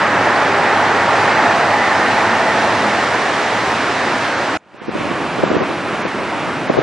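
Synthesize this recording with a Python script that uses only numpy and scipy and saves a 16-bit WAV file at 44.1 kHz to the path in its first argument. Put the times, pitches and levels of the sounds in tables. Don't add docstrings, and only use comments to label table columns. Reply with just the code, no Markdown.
import sys
import numpy as np
from scipy import signal
from scipy.fft import rfft, irfft, next_fast_len
from scipy.io import wavfile
from scipy.ndimage import uniform_filter1d, map_coordinates

SR = 44100
rng = np.random.default_rng(int(sys.argv[2]) if len(sys.argv) > 2 else 0)


def dump_mix(stems):
    frames = np.atleast_2d(stems).T
    limited = np.clip(frames, -1, 1)
    pcm = np.round(limited * 32767).astype(np.int16)
    wavfile.write(sys.argv[1], SR, pcm)


def ratio(d):
    e = np.asarray(d, float) / 20
    return 10 ** e


N = 300762

# [t/s, roar level/dB, spray over roar/dB]
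NEAR_FLOW = [
    (0, -18.5, -12.5),
    (.8, -18, -12),
    (1.5, -18, -11),
    (2.75, -19, -9),
    (3.5, -20.5, -8.5),
    (4.2, -21.5, -8.5),
    (4.57, -22, -9.5),
]
# [rumble level/dB, roar level/dB, spray level/dB]
FAR_FLOW = (-27, -26, -35)
# [level/dB, faced at t/s, 6 dB down after/s]
POCKETS = [
    (-23, 1.95, 1),
    (-18, 1.02, 1.7),
    (-23, 1.8, 2.1),
]
# [f/Hz, width/Hz, level/dB]
POCKET_MODES = [
    [(691, 90, 14), (1260, 90, -9)],
    [(836, 140, 1)],
    [(1814, 66, -4), (1976, 55, -5.5)],
]
# [shaft order/1, level/dB, loudest at t/s, 6 dB down after/s]
ENGINE_LINES = [
    (1, -41, 1.3, 1.2),
    (2, -33.5, 2.54, 1.3),
    (4, -29.5, .58, .22),
    (6.25, -27, 2.5, .4),
    (6.05, -29.5, 0.47, .5),
    (8.1, -31.5, 2.36, 1),
    (9, -28.5, 1.05, 0.44),
]
# [f/Hz, level/dB per Hz]
NEAR_COLOUR = [(25, -49), (105, -5), (150, -8), (290, -1), (434, -4), (682, -1), (1020, -2), (1780, -4),
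               (3250, -15.5), (3900, -17), (5390, -21.5), (9140, -32), (13000, -51), (22000, -120)]
FAR_COLOUR = [(18, -74), (30, -50), (58, -19.5), (150, -8), (329, -2), (423, -7), (649, -5), (1190, -6.5),
              (2470, -13), (3300, -20), (6500, -32), (9500, -37.5), (13000, -54), (22000, -120)]
# [f/Hz, likeness/1]
NEAR_ALIKE = [(60, 0.99), (130, 0.99), (270, 0.99), (580, 0.98), (1230, 0.96), (2630, 0.92), (5600, 0.78),
              (11900, 0.19)]
FAR_ALIKE = [(60, 0.88), (500, 0.99), (1230, 1), (2630, 0.96), (5600, 0.89), (11900, 0.49)]
# [f/Hz, left minus right/dB]
PORT_LEAN = [(60, -1), (230, -0.5), (850, -1.0), (3180, -1.5), (11900, -2.5)]
# [f/Hz, level/dB per Hz]
BUFFET_COLOUR = [(25, -45), (60, -19), (150, 4.5), (290, -7), (500, -8.5), (820, -10), (1400, -17),
                 (3000, -57), (6000, -120)]
# [t/s, edge shift/Hz, half length/s]
TREBLE_SHIFTS = [(1.22, 800, .04), (2.55, 550, .65), (3.41, 1900, .035), (3.65, 1300, .11), (4.2, 700, .05),
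                 (4.35, -900, .04), (4.45, 900, .03), (4.8, -4600, .03), (4.887, -4600, .03),
                 (5.49, -2700, .07), (5.6, -3900, .045), (6.05, -3800, .025), (6.7, -3400, .025),
                 (6.8, -3600, .045)]
# [t/s, peak level/dB, f/Hz, push 1 or suction -1]
LEFT_POPS = [(4.885, -3, 420, -1), (4.8922, 2, 390, 1), (4.9542, -5, 410, 1), (5.3857, -10, 510, 1),
             (5.4348, -1, 400, -1), (5.4386, 0, 570, -1), (5.4669, -11, 440, 1), (5.517, 0, 450, 1),
             (5.5383, -9, 540, 1), (5.5479, -6, 480, 1), (5.5689, -3, 380, 1), (5.6118, -6, 360, 1),
             (5.6221, -7, 370, 1), (5.6319, -6, 500, -1), (6.0537, -5, 420, 1), (6.698, -1, 570, -1),
             (6.7023, -2, 530, 1), (6.7434, -6, 500, -1), (6.7494, -8, 600, -1), (6.7716, -6, 480, -1),
             (6.7761, -4, 610, 1), (6.7799, -5, 550, -1), (6.7839, -5, 560, 1), (6.7891, 0, 400, 1),
             (6.8166, -9, 420, -1)]
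RIGHT_POPS = [(4.746, -6, 400, 1), (4.8191, -3, 320, -1), (4.8833, -1, 270, 1), (4.9537, -6, 300, -1),
              (4.9645, -6, 450, 1), (5.0099, -7, 480, -1), (5.0553, -10, 320, -1), (5.1143, -8, 330, 1),
              (5.3948, -10, 430, 1), (5.437, -3, 400, -1), (5.4395, 3, 400, 1), (5.504, -5, 330, -1),
              (5.5139, -7, 480, 1), (5.5323, -8, 390, -1), (5.5427, -6, 310, 1), (5.5501, -6, 400, 1),
              (5.5551, -2, 550, -1), (5.5666, -1, 330, 1), (5.608, -2, 530, 1), (5.6199, -9, 450, 1),
              (5.7061, -9, 490, 1), (6.7004, 0, 600, 1), (6.7015, 3, 330, 1), (6.708, -5, 510, 1),
              (6.7887, -5, 550, -1), (6.7909, 3, 450, -1), (6.8167, -10, 510, -1)]

SCENE_CHANGE_S = 4.574
RUMBLE_TOP_HZ, ROAR_TOP_HZ = 450, 2600
NEAR_RUMBLE_DB, RUMBLE_FOLLOWS = -25.5, 0.32
FADE_S, FADE_POWER, FADE_FLOOR_DB = .44, 2.97, -30
POCKET_SHIMMER_DB = 3
FIRING_HZ, TOP_SPEED_S, SAG_HZ_PER_S2, ENGINE_GONE_S = 107.8, 1.9, 4.1, 3.13
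BREEZE_DB, GUST_DB, GUST_S = -36, -27, .018
NEAR_EDGE_HZ, EDGE_HZ_PER_DB, FAR_EDGE_HZ = 10050, 151, 10800
EDGE_GRID_HZ = 32 * SR / 2048


def unit(x):
    return x / np.sqrt(np.mean(x ** 2) + 1e-20)


def along(points, hz):
    f, v = np.transpose(points)
    return np.interp(np.log(hz + 1), np.log(f + 1), v)


def curves(rows):
    s, *cols = np.transpose(rows)
    return [np.interp(np.arange(N) / SR, s, c) for c in cols]


def wobble(rate_hz):
    knots = rng.standard_normal(int(N * rate_hz / SR) + 4)
    return map_coordinates(knots, [np.arange(N) * rate_hz / SR])


def swell_db(peak_s, reach_s):
    return -6 * ((np.arange(N) / SR - peak_s) / reach_s) ** 2


def filtered(x, response):
    m = next_fast_len(N + 8192)
    return irfft(rfft(x, m) * response(np.fft.rfftfreq(m, 1 / SR)), m)[..., :N]


def below(hz, edge_hz):
    return 1 / np.sqrt(1 + (hz / edge_hz) ** 6)


def above(hz, edge_hz):
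    return np.sqrt(1 - below(hz, edge_hz) ** 2)


def rush(gain, alike, patchy_db, lag_s=-13e-6):
    z = signal.stft(rng.standard_normal((2, N)), nperseg=512)[2]
    field = uniform_filter1d(rng.standard_normal(z.shape[1:]), size=6, axis=0)
    field = uniform_filter1d(field, size=10, axis=1)
    pair = signal.istft(z * ratio(patchy_db * unit(field)), nperseg=512)[1][:, :N]
    turn = lambda hz: np.arccos(np.clip(along(alike, hz), -1, 1)) / 2
    mid, side = filtered(pair, lambda hz: gain(hz) * [np.cos(turn(hz)), np.sin(turn(hz))])
    ports = np.array([[1], [-1]])
    lean = lambda hz: ratio(ports * along(PORT_LEAN, hz) / 2)
    delay = lambda hz: np.exp(1j * np.pi * ports * hz * lag_s)
    return unit(filtered(np.array([mid + side, mid - side]), lambda hz: lean(hz) * delay(hz)))


def torrent(rumble_db, roar_db, spray_db, colour, alike, bubble_db):
    tint = lambda hz: ratio(along(colour, hz))
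    surge_db = .5 * wobble(5.016) + 0.12 * wobble(12)
    rumble = rush(lambda hz: tint(hz) * below(hz, RUMBLE_TOP_HZ), alike, patchy_db=-0.5)
    roar = rush(lambda hz: tint(hz) * above(hz, RUMBLE_TOP_HZ) * below(hz, ROAR_TOP_HZ),
                alike, patchy_db=-0.9)
    roar = roar + ratio(bubble_db) * bubbles(centre_hz=907.6, cycles=7.94, spread_db=2.5, count=4000)
    spray = rush(lambda hz: tint(hz) * above(hz, ROAR_TOP_HZ), alike, patchy_db=0.67)
    rolling = ratio(rumble_db + 1.23 + 0.88 * wobble(8))
    water = rolling * rumble + ratio(roar_db + 3.0) * roar + ratio(spray_db + 2.5) * spray
    return ratio(surge_db) * water


def bubbles(centre_hz, cycles, spread_db, count):
    start_frac, size, big = rng.random(count), rng.standard_normal(count), rng.exponential(size=count)
    hz = np.clip(centre_hz * np.exp(.5 * size), 350, 6000)[:, None]
    t = np.arange(700) / SR
    u = t * hz / cycles
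    level = ratio(spread_db * np.minimum(big, 3.5))[:, None]
    tone = np.sin(2 * np.pi * hz * t * (1 + .12 * u))
    grains = level * u * np.exp(-3 * u) * tone
    at = (start_frac * N).astype(int)[:, None] + np.arange(len(t))
    return unit(np.bincount(at.ravel(), grains.ravel())[:N])


def pockets():
    total = 0
    for (level_db, faced_s, reach_s), modes in zip(POCKETS, POCKET_MODES):
        ring = lambda f: sum(ratio(db) * np.abs(f * w / (c * c - f * f + 1j * f * w)) ** 1.94
                             for c, w, db in modes)
        shimmer_db = POCKET_SHIMMER_DB * wobble(3.96) + 0.44 * wobble(9.2)
        gain = ratio(level_db - 4.5 + swell_db(faced_s, reach_s) + shimmer_db)
        total = total + gain * rush(ring, NEAR_ALIKE, patchy_db=0.5)
    return total


def wind():
    lumps = ratio(5 * np.array([wobble(40), wobble(40)]) + 2.5 * wobble(25))
    air = filtered(rng.standard_normal((2, N)), lambda hz: ratio(along(BUFFET_COLOUR, hz)))
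    gusts = ratio(2 * GUST_DB - 5) * turbulence(LEFT_POPS + RIGHT_POPS, GUST_S)
    strength = np.sqrt(ratio(2 * BREEZE_DB) + gusts)
    return strength * unit(lumps * air) + np.array([pops(LEFT_POPS), pops(RIGHT_POPS)])


def pops(rows, low_cut_hz=90):
    out, t = np.zeros(N + SR), np.arange(-600, 600) / SR
    for (s, db, hz, sign), skew in zip(rows, rng.standard_normal((len(rows), 1))):
        envelope = np.exp(-np.abs(1.7 * hz * t) ** 1.8)
        push = np.cos(2 * np.pi * hz * t + .3 * skew) * envelope
        out[round(s * SR) - len(t) // 2:][:len(t)] += sign * ratio(db + .5) * push
    return signal.sosfilt(signal.butter(2, low_cut_hz, "high", fs=SR, output="sos"), out[:N])


def turbulence(rows, spread_s):
    s, db = np.transpose(rows)[:2, :, None]
    t = np.arange(0, N, 128) / SR
    power = np.sum(ratio(2 * db) * np.exp(-((t - s) / spread_s) ** 2), axis=0)
    return np.interp(np.arange(N) / SR, t, power)


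def engine():
    t = np.arange(N) / SR
    shaft_hz = FIRING_HZ - SAG_HZ_PER_S2 * (t - TOP_SPEED_S) ** 2
    phase = 2 * np.pi * np.cumsum(shaft_hz) / SR + .4 * wobble(10)
    lines = [ratio(db + swell_db(s, reach_s) + 1.7 * wobble(12)) * np.sin(order * phase)
             for order, db, s, reach_s in ENGINE_LINES]
    bend = np.clip((ENGINE_GONE_S - t) / 0.29, 0, 1)
    return np.sqrt(2) * sum(lines) * bend * ratio([[-.4], [.4]])


def scene():
    since_s = np.arange(N) / SR - SCENE_CHANGE_S
    after = since_s > 0
    smear = ratio(-36 - 60 * np.abs(since_s) / 0.043) * after
    near_gain = np.clip(-since_s / 0.0023, 0, 1) + smear
    recovery = np.clip(since_s / FADE_S, 0, 1) ** FADE_POWER
    far_gain = np.minimum(ratio(FADE_FLOOR_DB) + recovery, 1) * after
    roar_db, spray_db = curves(NEAR_FLOW)
    rumble_db = NEAR_RUMBLE_DB + RUMBLE_FOLLOWS * (roar_db - roar_db.mean())
    near = torrent(rumble_db - 1, roar_db, roar_db + spray_db, NEAR_COLOUR, NEAR_ALIKE, bubble_db=-10.5)
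    near = near + pockets() + engine()
    far = torrent(*FAR_FLOW, FAR_COLOUR, FAR_ALIKE, bubble_db=-7.0) + wind()
    return near_gain * near + far_gain * far


def treble_edge(t):
    s, _, spray_db = np.transpose(NEAR_FLOW)
    near_hz = NEAR_EDGE_HZ + EDGE_HZ_PER_DB * (np.interp(t, s, spray_db) - spray_db.min())
    shift_hz = sum(hz * np.exp(-((t - at) / half_s) ** 4) for at, hz, half_s in TREBLE_SHIFTS)
    return np.where(t < SCENE_CHANGE_S, near_hz, FAR_EDGE_HZ) + shift_hz


def thin_treble(x, ragged_hz, hole_share):
    hz, t, z = signal.stft(x, SR, "cosine", nperseg=2048)
    edge = treble_edge(t) + ragged_hz * rng.standard_normal(len(t))
    edge = (np.round(edge / EDGE_GRID_HZ - 1 / 3) + 1 / 3) * EDGE_GRID_HZ
    thin = uniform_filter1d(rng.standard_normal(z.shape[1:]), size=4, axis=0) * 2
    kept = thin < 1 / (hole_share * (hz[:, None] / edge) ** 2 + 1e-3)
    return signal.istft(z * (hz[:, None] < edge) * kept, SR, "cosine", nperseg=2048)[1][:, :N]


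def band_limit(x):
    return signal.sosfilt(signal.butter(12, 12520, fs=SR, output="sos"), x)


def record(dry):
    soft = dry / (1 + np.abs(dry) ** 24) ** (1 / 24)
    mix = thin_treble(soft, ragged_hz=330, hole_share=1.5)
    return band_limit(mix)


dry = scene()
out = record(dry)
dump_mix(out)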